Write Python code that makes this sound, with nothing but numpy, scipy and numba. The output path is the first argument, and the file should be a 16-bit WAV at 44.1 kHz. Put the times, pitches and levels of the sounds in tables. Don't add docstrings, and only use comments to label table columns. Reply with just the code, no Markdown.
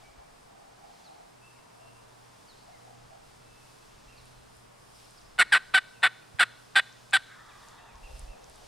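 import sys
import numpy as np
from scipy import signal
from scipy.fft import rfft, irfft, next_fast_len
from scipy.io import wavfile
from scipy.ndimage import uniform_filter1d
from numba import njit

SR = 44100
rng = np.random.default_rng(int(sys.argv[2]) if len(sys.argv) > 2 else 0)


def nominal_scale(level):
    x = np.asarray(level, float) / 20
    return 10 ** x


def transcribe(u):
    v = np.clip(np.atleast_2d(u).T, -1, 1)
    q = np.round(v * 32767).astype(np.int16)
    wavfile.write(sys.argv[1], SR, q)


N = 382347
T = np.arange(N) / SR
LEFT_RIGHT = np.array([[1], [-1]])

# start_s, steady_s, tail_s, level_db (of the slips), settled_slip_hz, tail_slip_hz
NOTES = [(5.386, .024, 0.016, -12, 1369, 1720), (5.520, 0.026, 0.03, -13.5, 1560, 1482),
         (5.738, 0.03413, 0.014, -15.5, 1492, 1533), (6.028, 0.033, 0.013, -15.5, 1472, 1470),
         (6.392, 0.0323, 0.011, -14, 1463, 1494), (6.754, 0.03723, 0.0059, -14.5, 1536, 1638),
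         (7.130, .032, 0.0086, -15.5, 1529, 1491)]
# landing_scratch_db, bite_roughness (0-1), steady_roughness (0-1),
# weakening of every other slip (0-1)
TOUCH = [(-54.5, 0.13, 0.2, 0.68), (-61, 0.33, 0.16, 0.53), (-67, .7, 0.05, 0.71), (-57, 0.74, 0.25, 0.77),
         (-59, .25, 0.27, 0.68), (-62, 0.65, 0.14, 0.7), (-58, .5, 0.07, 0.7)]
# at 2.4-4.3 kHz (dB), at 4.3-7 kHz (dB), above (dB)
BRIGHTNESS = [(-3, 12.5, 3), (-3.5, 12.5, -0.5), (1, 12.5, -0.5), (0.5, 5, -2), (0.5, 11, 2),
              (4, 9.5, -0.5), (4.5, 11, 3.5)]
# centre_s, dip_db
STUMBLES = [(5.393, -22), (6.403, -30)]
# centre_hz, width_hz (before widening of the high modes), relative_db
BODY = [(454, 56, -14), (780, 74, -11.5), (1237, 260, 3), (1528, 170, 3.5), (1863, 222, 7.5), (2200, 85, 1),
        (2497, 125, 0), (2940, 79, -4.5), (3500, 340, 0.5), (3906, 170, -2), (4600, 1200, -25.5),
        (5550, 410, -32.5), (8280, 990, -10.5), (9500, 790, -16), (12380, 890, -30.5)]
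GROUPS_HZ = [0, 2400, 4300, 7000, 20000]
# time_s, throat_resonance_hz, relative_db
GOBBLE = [(7.24, 1747, -63), (7.3, 1694, -60.5), (7.38, 1355, -63.5), (7.6, 1100, -66.5), (7.8, 993.4, -64),
          (7.939, 991, -67), (8.05, 854, -69.5), (8.67, 734.5, -71)]
# start_s, length_s, start_hz, end_hz, relative_db
WHISTLES = [(0.028, 0.089, 2285, 2310, -60.5), (1.037, 0.054, 4800, 3610, -57),
            (1.539, 0.057, 2550, 2080, -65.5), (1.413, 0.085, 2600, 2720, -58.5),
            (1.794, 0.16, 2716, 2731, -62), (2.473, 0.067, 4850, 3500, -56.5),
            (2.716, .085, 2230, 1840, -63), (3.353, 0.62, 2640, 2628, -71), (4.164, 0.05, 4800, 3650, -57),
            (4.171, .045, 2510, 2070, -64), (4.952, 0.024, 5500, 4600, -58),
            (5.04, 0.0176, 5200, 5600, -60), (5.171, 0.022, 5550, 4480, -56),
            (5.258, 0.0275, 5500, 5070, -64), (5.307, 0.04, 3370, 4890, -66),
            (5.66, 0.045, 4500, 5260, -63), (5.937, .054, 2810, 2530, -58),
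            (7.49, 0.0209, 4020, 3130, -57.5), (7.499, .03, 2720, 2200, -58),
            (7.779, 0.067, 2550, 2840, -60), (7.872, 0.064, 2730, 2250, -60.5),
            (7.757, 0.075, 3780, 3800, -66), (6.222, 0.0099, 2550, 2400, -53)]
# start_s, length_s, top_hz, relative_db
ARCHES = [(4.077, 0.07, 2735, -58), (8.027, 0.053, 2755, -53), (8.268, 0.089, 2700, -59.5)]
# start_s, length_s, pitch_hz, relative_db,
# out_of_step_db (side relative to middle)
MURMURS = [(0, 0.061, 729, -56, 3), (0.176, 0.07, 760, -55.5, 6), (0.435, 0.332, 740, -60.5, 5),
           (0.77, 0.19, 760, -56, 3), (0.987, 0.28, 770, -58, 7.5), (1.1, 1.94, 980, -68, 0),
           (1.69, 0.228, 680, -62, 8), (2.157, 0.044, 780, -57, 2), (2.58, 0.24, 730, -59, 3),
           (2.814, 0.16, 750, -56, 3), (3.082, 0.11, 720, -56.5, 6), (8.032, 0.13, 560, -63, 10),
           (8.192, 0.34, 560, -65, 12), (8.61, .08, 540, -64, 11.5)]
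# centre_s, envelope_peak_db, pitch_hz, left_minus_right_db
TICKS = [(3.7199, -57, 5050, 0.5), (4.2562, -43.5, 9690, 0.0), (4.5685, -44, 9010, 0.0),
         (5.1088, -40, 8800, 0.5), (5.2155, -47, 6120, -2), (6.9277, -45, 5630, 10.5),
         (7.1102, -41, 7350, 14.5), (7.6864, -43, 6700, 14.5), (7.9563, -45, 5900, 0.5),
         (8.1948, -32.5, 8885, 0.5), (8.4432, -39, 5840, 0.0), (8.4986, -37.5, 9310, 0.0),
         (8.5589, -42, 8400, 0.0)]
# centre_s, envelope_peak_db, pitch_hz, left_minus_right_db
PUFFS = [(.19, -50, 49, 4.5), (4.08, -55, 40, 0), (4.57, -54, 65, 0), (5.69, -59, 109, 12),
         (6.35, -50, 109, -24), (7.96, -48, 44.8, 0), (8.0, -58, 140.1, -16), (8.05, -40, 31, -2),
         (8.11, -41, 50.5, 3), (8.15, -35, 42, -3), (8.20, -43, 60.3, -1), (8.24, -37, 42, -2),
         (8.30, -37, 34.8, -3)]
# frequency_hz, relative density (dB per Hz)
HISS_MID = [(18, -49), (30, -21), (75, -19), (123, -8), (361, -16), (401, -13.5), (469, -12.5),
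            (521, -17.5), (600, -12.5), (1100, -12.5), (1980, -20), (2570, -22), (8800, -28.5),
            (15700, -69.5)]
# frequency_hz, relative density (dB per Hz)
HISS_SIDE = [(18, -43), (30, -35), (64, -39), (123, -36.5), (160, -4.5), (361, 0), (507, 2), (926, -2),
             (1140, -4), (8800, -31), (15700, -64.5)]
# time_s, mid_hiss_relative_db, rustle_relative_db
HISS_AND_RUSTLE = [(0, -65, -70.5), (.4, -86, -69), (1.0, -63.5, -69), (1.4, -81, -67.5), (2.0, -72, -68),
                   (2.5, -66.5, -67.5), (3.2, -69, -69), (3.6, -66.5, -66.5), (4.1, -65, -70),
                   (4.45, -68.5, -64), (4.75, -82, -69.5), (5.0, -62.5, -62), (5.3, -68, -67.5),
                   (5.9, -68, -66), (6.35, -70, -67), (6.8, -64, -65), (7.45, -65, -69), (7.68, -62, -64.5),
                   (7.9, -70.5, -71), (8.17, -60.5, -61), (8.35, -66, -69), (8.67, -59.5, -63)]
# time_s, relative_db
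HUM = [(0.0, -72), (1.13, -81.5), (1.45, -65), (1.59, -72), (1.93, -63.5), (2.63, -69), (2.99, -59.5),
       (3.14, -70.5), (3.47, -63.5), (3.86, -70.5), (4.2, -62.5), (5.63, -70.5), (6.3, -62.5), (8.11, -71),
       (8.14, -66), (8.67, -67)]
# time_s, relative_db
RUMBLE = [(0, -63), (.6, -71), (2.4, -69.5), (3.2, -64.5), (5.6, -65.5), (6.1, -74), (7.4, -69), (7.9, -62),
          (8.17, -53.5), (8.4, -62), (8.67, -61)]


def level(x, db):
    return x * nominal_scale(db) / np.sqrt(np.mean(x ** 2))


def ring(x, hz, width):
    return signal.lfilter(*signal.iirpeak(hz, hz / width, fs=SR), x)


def lowpass(x, order, hz):
    return signal.sosfilt(signal.butter(order, hz, fs=SR, output="sos"), x)


def tone(hz):
    return np.sin(2 * np.pi * hz * T)


def hoarse(hz_wide):
    return level(lowpass(rng.standard_normal(N), 3, hz_wide), 0)


def walk(rate):
    hold = int(SR / rate)
    steps = np.repeat(rng.standard_normal(N // hold + 1), hold)
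    return uniform_filter1d(uniform_filter1d(steps, hold), hold)[:N]


def pan(db):
    return nominal_scale(LEFT_RIGHT * db / 2)


def caller():
    drive, bright = np.zeros(N), np.ones((3, N))
    for (start_s, *note), (scratch_db, *touch), bright_db in zip(NOTES, TOUCH, BRIGHTNESS):
        hz, db, uneven, rough = stroke(*note, *touch)
        first = int(start_s * SR)
        span = slice(first, first + len(hz))
        for at, dip_db in STUMBLES:
            db = db + dip_db * np.exp(-((T[span] - at) / 0.0011) ** 2)
        chance = rng.standard_normal((200, 2))
        drive[span] = slips(hz, nominal_scale(db), uneven, rough, chance, 0.3, 0.4)
        grit = rough * rng.standard_normal(len(hz))
        drive[span] += nominal_scale(db - 20.5) * grit
        bright[:, span] = nominal_scale(np.array(bright_db))[:, None]
        k = int((start_s - 0.006) * SR)
        drive[k:k + 160] += nominal_scale(scratch_db) * np.hanning(160) * rng.standard_normal(160)
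    return body(drive, bright)


def stroke(steady_s, tail_s, db, hz, tail_hz, bite_rough, steady_rough, uneven):
    attack_s, attack_db, fade_db_per_s, release_db_per_s = 0.0071, -19.5, -150, -2600
    catch_s, catch_db, tail_db, tail_fade_db_per_s = 0.0011, -10, -2.5, -150
    overshoot, settle_s, calm_s = 0.15, 0.009, 0.011
    tail_rough, tail_uneven = 0.59, 0.21
    u = T[:int((steady_s + tail_s + 0.016) * SR)]
    since_catch = u - steady_s
    late = np.clip(since_catch / catch_s / 2 + 0.5, 0, 1)
    db = db + attack_db * np.clip(1 - u / attack_s, 0, 1) + fade_db_per_s * u
    db = db + catch_db * np.exp(-(since_catch / catch_s) ** 2)
    db = db + late * (tail_db + tail_fade_db_per_s * since_catch)
    db = db + release_db_per_s * np.maximum(since_catch - tail_s, 0)
    rough = steady_rough + (bite_rough - steady_rough) * np.exp(-u / calm_s)
    hz = hz * (1 + overshoot * np.exp(-u / settle_s))

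    def blend(steady, tail):
        return steady + late * (tail - steady)

    return blend(hz, tail_hz), db, blend(uneven, tail_uneven), blend(rough, tail_rough)


@njit
def slips(hz, gain, uneven, rough, chance, jitter, scatter):
    out, phase, count, stretch = np.zeros(len(hz) + 1), 0., 0, 1.
    for i in range(len(hz)):
        step = hz[i] * stretch / SR
        phase += step
        if phase >= 1:
            phase, count = phase - 1, count + 1
            size = gain[i] * (1 - uneven[i] * (count % 2))
            size *= np.exp(scatter * rough[i] * chance[count, 0])
            out[i] += size * phase / step
            out[i + 1] += size * (1 - phase / step)
            stretch = np.exp(jitter * rough[i] * chance[count, 1])
    return out[:-1]


def body(drive, bright):
    def group(k):
        return [mode for mode in BODY if GROUPS_HZ[k] < mode[0] <= GROUPS_HZ[k + 1]]

    swing, high = np.zeros(N), np.zeros(N)
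    for k, push in enumerate([drive, drive * bright[0]]):
        for hz, width, db in group(k):
            swing += nominal_scale(27.0 + db) * ring(push, hz, width)
    limit = np.where(swing > 0, 0.5, 0.25)
    swing = lowpass(limit * np.tanh(swing / limit), 6, 3610)
    swing = signal.sosfilt(signal.butter(3, 150, "high", fs=SR, output="sos"), swing)
    for k in (2, 3):
        for hz, width, db in group(k):
            wide = 1.44 * width
            high += nominal_scale(23.5 + db) * ring(ring(drive * bright[k - 1], hz, wide), hz, wide)
    return signal.lfilter(*signal.iirnotch(6200, 6, fs=SR), swing + high)


def wood(t60, lowpass_hz):
    t = T[:int(t60 * SR)]
    decay = np.exp(-np.log(1000) * t / t60)
    build = 1 - np.exp(-t / 0.02)
    mid, side = rng.standard_normal((2, len(t))) * decay * build
    tail = lowpass(mid + LEFT_RIGHT * nominal_scale(-16) * side, 1, lowpass_hz)
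    return tail / np.sqrt(np.sum(tail ** 2) / 2)


def through_wood(x, t60, lowpass_hz):
    return signal.fftconvolve(np.atleast_2d(x), wood(t60, lowpass_hz), axes=1)[:, :N]


def echoes(x):
    x = x + nominal_scale(2) * ring(x, 4170, 600)
    return nominal_scale(-32.5) * through_wood(x, 0.7, 11300)


def gobbler():
    s, hz, db = np.transpose(GOBBLE)
    u = np.maximum(T - s[0], 0)
    turn = 2 * np.pi * np.cumsum(np.interp(T, s, hz)) / SR
    throat = hoarse(139) * np.sin(turn)
    throat += nominal_scale(-0.5) * hoarse(262) * np.sin(0.89 * turn)
    throat += nominal_scale(-4.0) * hoarse(170) * np.sin(1.3 * turn)
    upper_db = -66 - 5 * u - 7 * (T > 7.94)
    upper = hoarse(180) * tone(1800) + nominal_scale(-4) * hoarse(250) * tone(3550)
    voice = nominal_scale(np.interp(T, s, db)) * throat + nominal_scale(upper_db) * upper
    throb = 1 + 0.19 * tone(13)
    voice = voice * np.minimum(u / (s[1] - s[0]), 1) * throb
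    return nominal_scale(5.5) * voice + nominal_scale(-4.0) * through_wood(voice, 0.17, 2000)


def songbirds():
    out = np.zeros(N)
    straight = [(s, length, a, (a + c) / 2, c, db) for s, length, a, c, db in WHISTLES]
    arched = [(s, length, 0.942 * top, top, 0.87 * top, db) for s, length, top, db in ARCHES]
    for s, length, start_hz, middle_hz, end_hz, db in straight + arched:
        u = np.linspace(-1, 1, int(length * SR))
        bend = (start_hz + end_hz) / 2 - middle_hz
        hz = middle_hz + (end_hz - start_hz) / 2 * u + bend * u ** 2
        k = int(s * SR)
        out[k:k + len(u)] += nominal_scale(db) * np.sqrt(1 - u ** 2) * np.sin(2 * np.pi * np.cumsum(hz) / SR)
    out = out * nominal_scale(1.2 * walk(40)) * (1 + 0.35 * hoarse(250))
    return out * pan(-1.5) * nominal_scale(-1.5) + nominal_scale(-7.0) * through_wood(out, 0.89, 9600)


def murmurs():
    out, mid, side = np.zeros((2, N)), hoarse(80), hoarse(140)
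    for s, length, hz, db, side_db in MURMURS:
        span = slice(int(s * SR), int((s + length) * SR))
        swell = np.sqrt(np.hanning(len(T[span])))
        rough = mid[span] + LEFT_RIGHT * nominal_scale(side_db) * side[span]
        out[:, span] += nominal_scale(db) * swell * np.sin(2 * np.pi * hz * T[span]) * rough
    return out + nominal_scale(-9.5) * through_wood(out, 0.7, 3700)


def wavelets(table, cycles):
    out = np.zeros((2, N))
    for s, db, hz, pan_db in table:
        span = slice(max(int((s - 2 * cycles / hz) * SR), 0), int((s + 2 * cycles / hz) * SR))
        u = (T[span] - s) * hz
        wave = np.cos(2 * np.pi * u + rng.uniform(0, 2 * np.pi))
        out[:, span] += pan(pan_db) * nominal_scale(db) * np.exp(-(2 * u / cycles) ** 2) * wave
    return out


def leaf_ticks():
    return wavelets(TICKS, 2.84)


def wind_puffs():
    return wavelets(PUFFS, 1.33)


def noise():
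    return rng.standard_normal(N)


def band(x, hz, width, db):
    return level(ring(ring(x, hz, width), hz, width), db)


def colour(shape):
    hz, db = np.transpose(shape)
    size = next_fast_len(N)
    f = np.arange(1, size // 2 + 2) * SR / size
    gain = nominal_scale(np.interp(np.log(f), np.log(hz), db))
    return irfft(rfft(rng.standard_normal(size)) * gain, size)[:N]


def rustle():
    s, _, db = np.transpose(HISS_AND_RUSTLE)
    flicker = nominal_scale(1.5 * walk(12))
    crackle = noise() * nominal_scale(2.2 * rng.exponential(1, N) * (rng.random(N) < 0.02))
    mid = band(crackle, 9030, 4200, -4.03) + band(crackle, 5100, 1140, -5.5)
    side = band(noise(), 5200, 7400, -4.5)
    return nominal_scale(np.interp(T, s, db)) * flicker * (mid + LEFT_RIGHT * side)


def mid_hiss():
    s, db, _ = np.transpose(HISS_AND_RUSTLE)
    broad = band(noise(), 3880, 5620, 0) + LEFT_RIGHT * band(noise(), 3100, 3700, -21.0)
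    return nominal_scale(np.interp(T, s, db)) * broad


def hum():
    turn = 2 * np.pi * np.cumsum(120 + 2.326 * walk(5.0)) / SR
    swell = np.sqrt(2) * nominal_scale(np.interp(T, *np.transpose(HUM)))
    waver = nominal_scale(2 * walk(12))
    tones = np.sin(turn + 0.4 * LEFT_RIGHT)
    tones = tones + nominal_scale(-9) * np.sin(2 * turn + 1.2 * LEFT_RIGHT) + nominal_scale(-14) * np.sin(4 * turn)
    return swell * waver * pan(-2.5) * tones


def rumble():
    wind = nominal_scale(np.interp(T, *np.transpose(RUMBLE)) + 2.0 * walk(4))
    gusts = nominal_scale(2.5 * walk(14))
    return wind * gusts * (band(noise(), 23.4, 68, 0) + LEFT_RIGHT * band(noise(), 71, 65, -16.5))


def hiss():
    mid, side = level(colour(HISS_MID), -59.5), level(colour(HISS_SIDE), -58.5)
    return mid + LEFT_RIGHT * side + band(rng.standard_normal((2, N)), 13800, 5000, -80.5)


def scene():
    notes = caller()
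    voices = notes + echoes(notes) + gobbler() + songbirds() + murmurs()
    background = rustle() + mid_hiss() + hum() + rumble() + hiss()
    return voices + leaf_ticks() + wind_puffs() + background


def low_pass(x):
    return signal.sosfilt(signal.butter(12, 15810, fs=SR, output="sos"), x)


def record(dry):
    return low_pass(dry)


dry = scene()
out = record(dry)
transcribe(out)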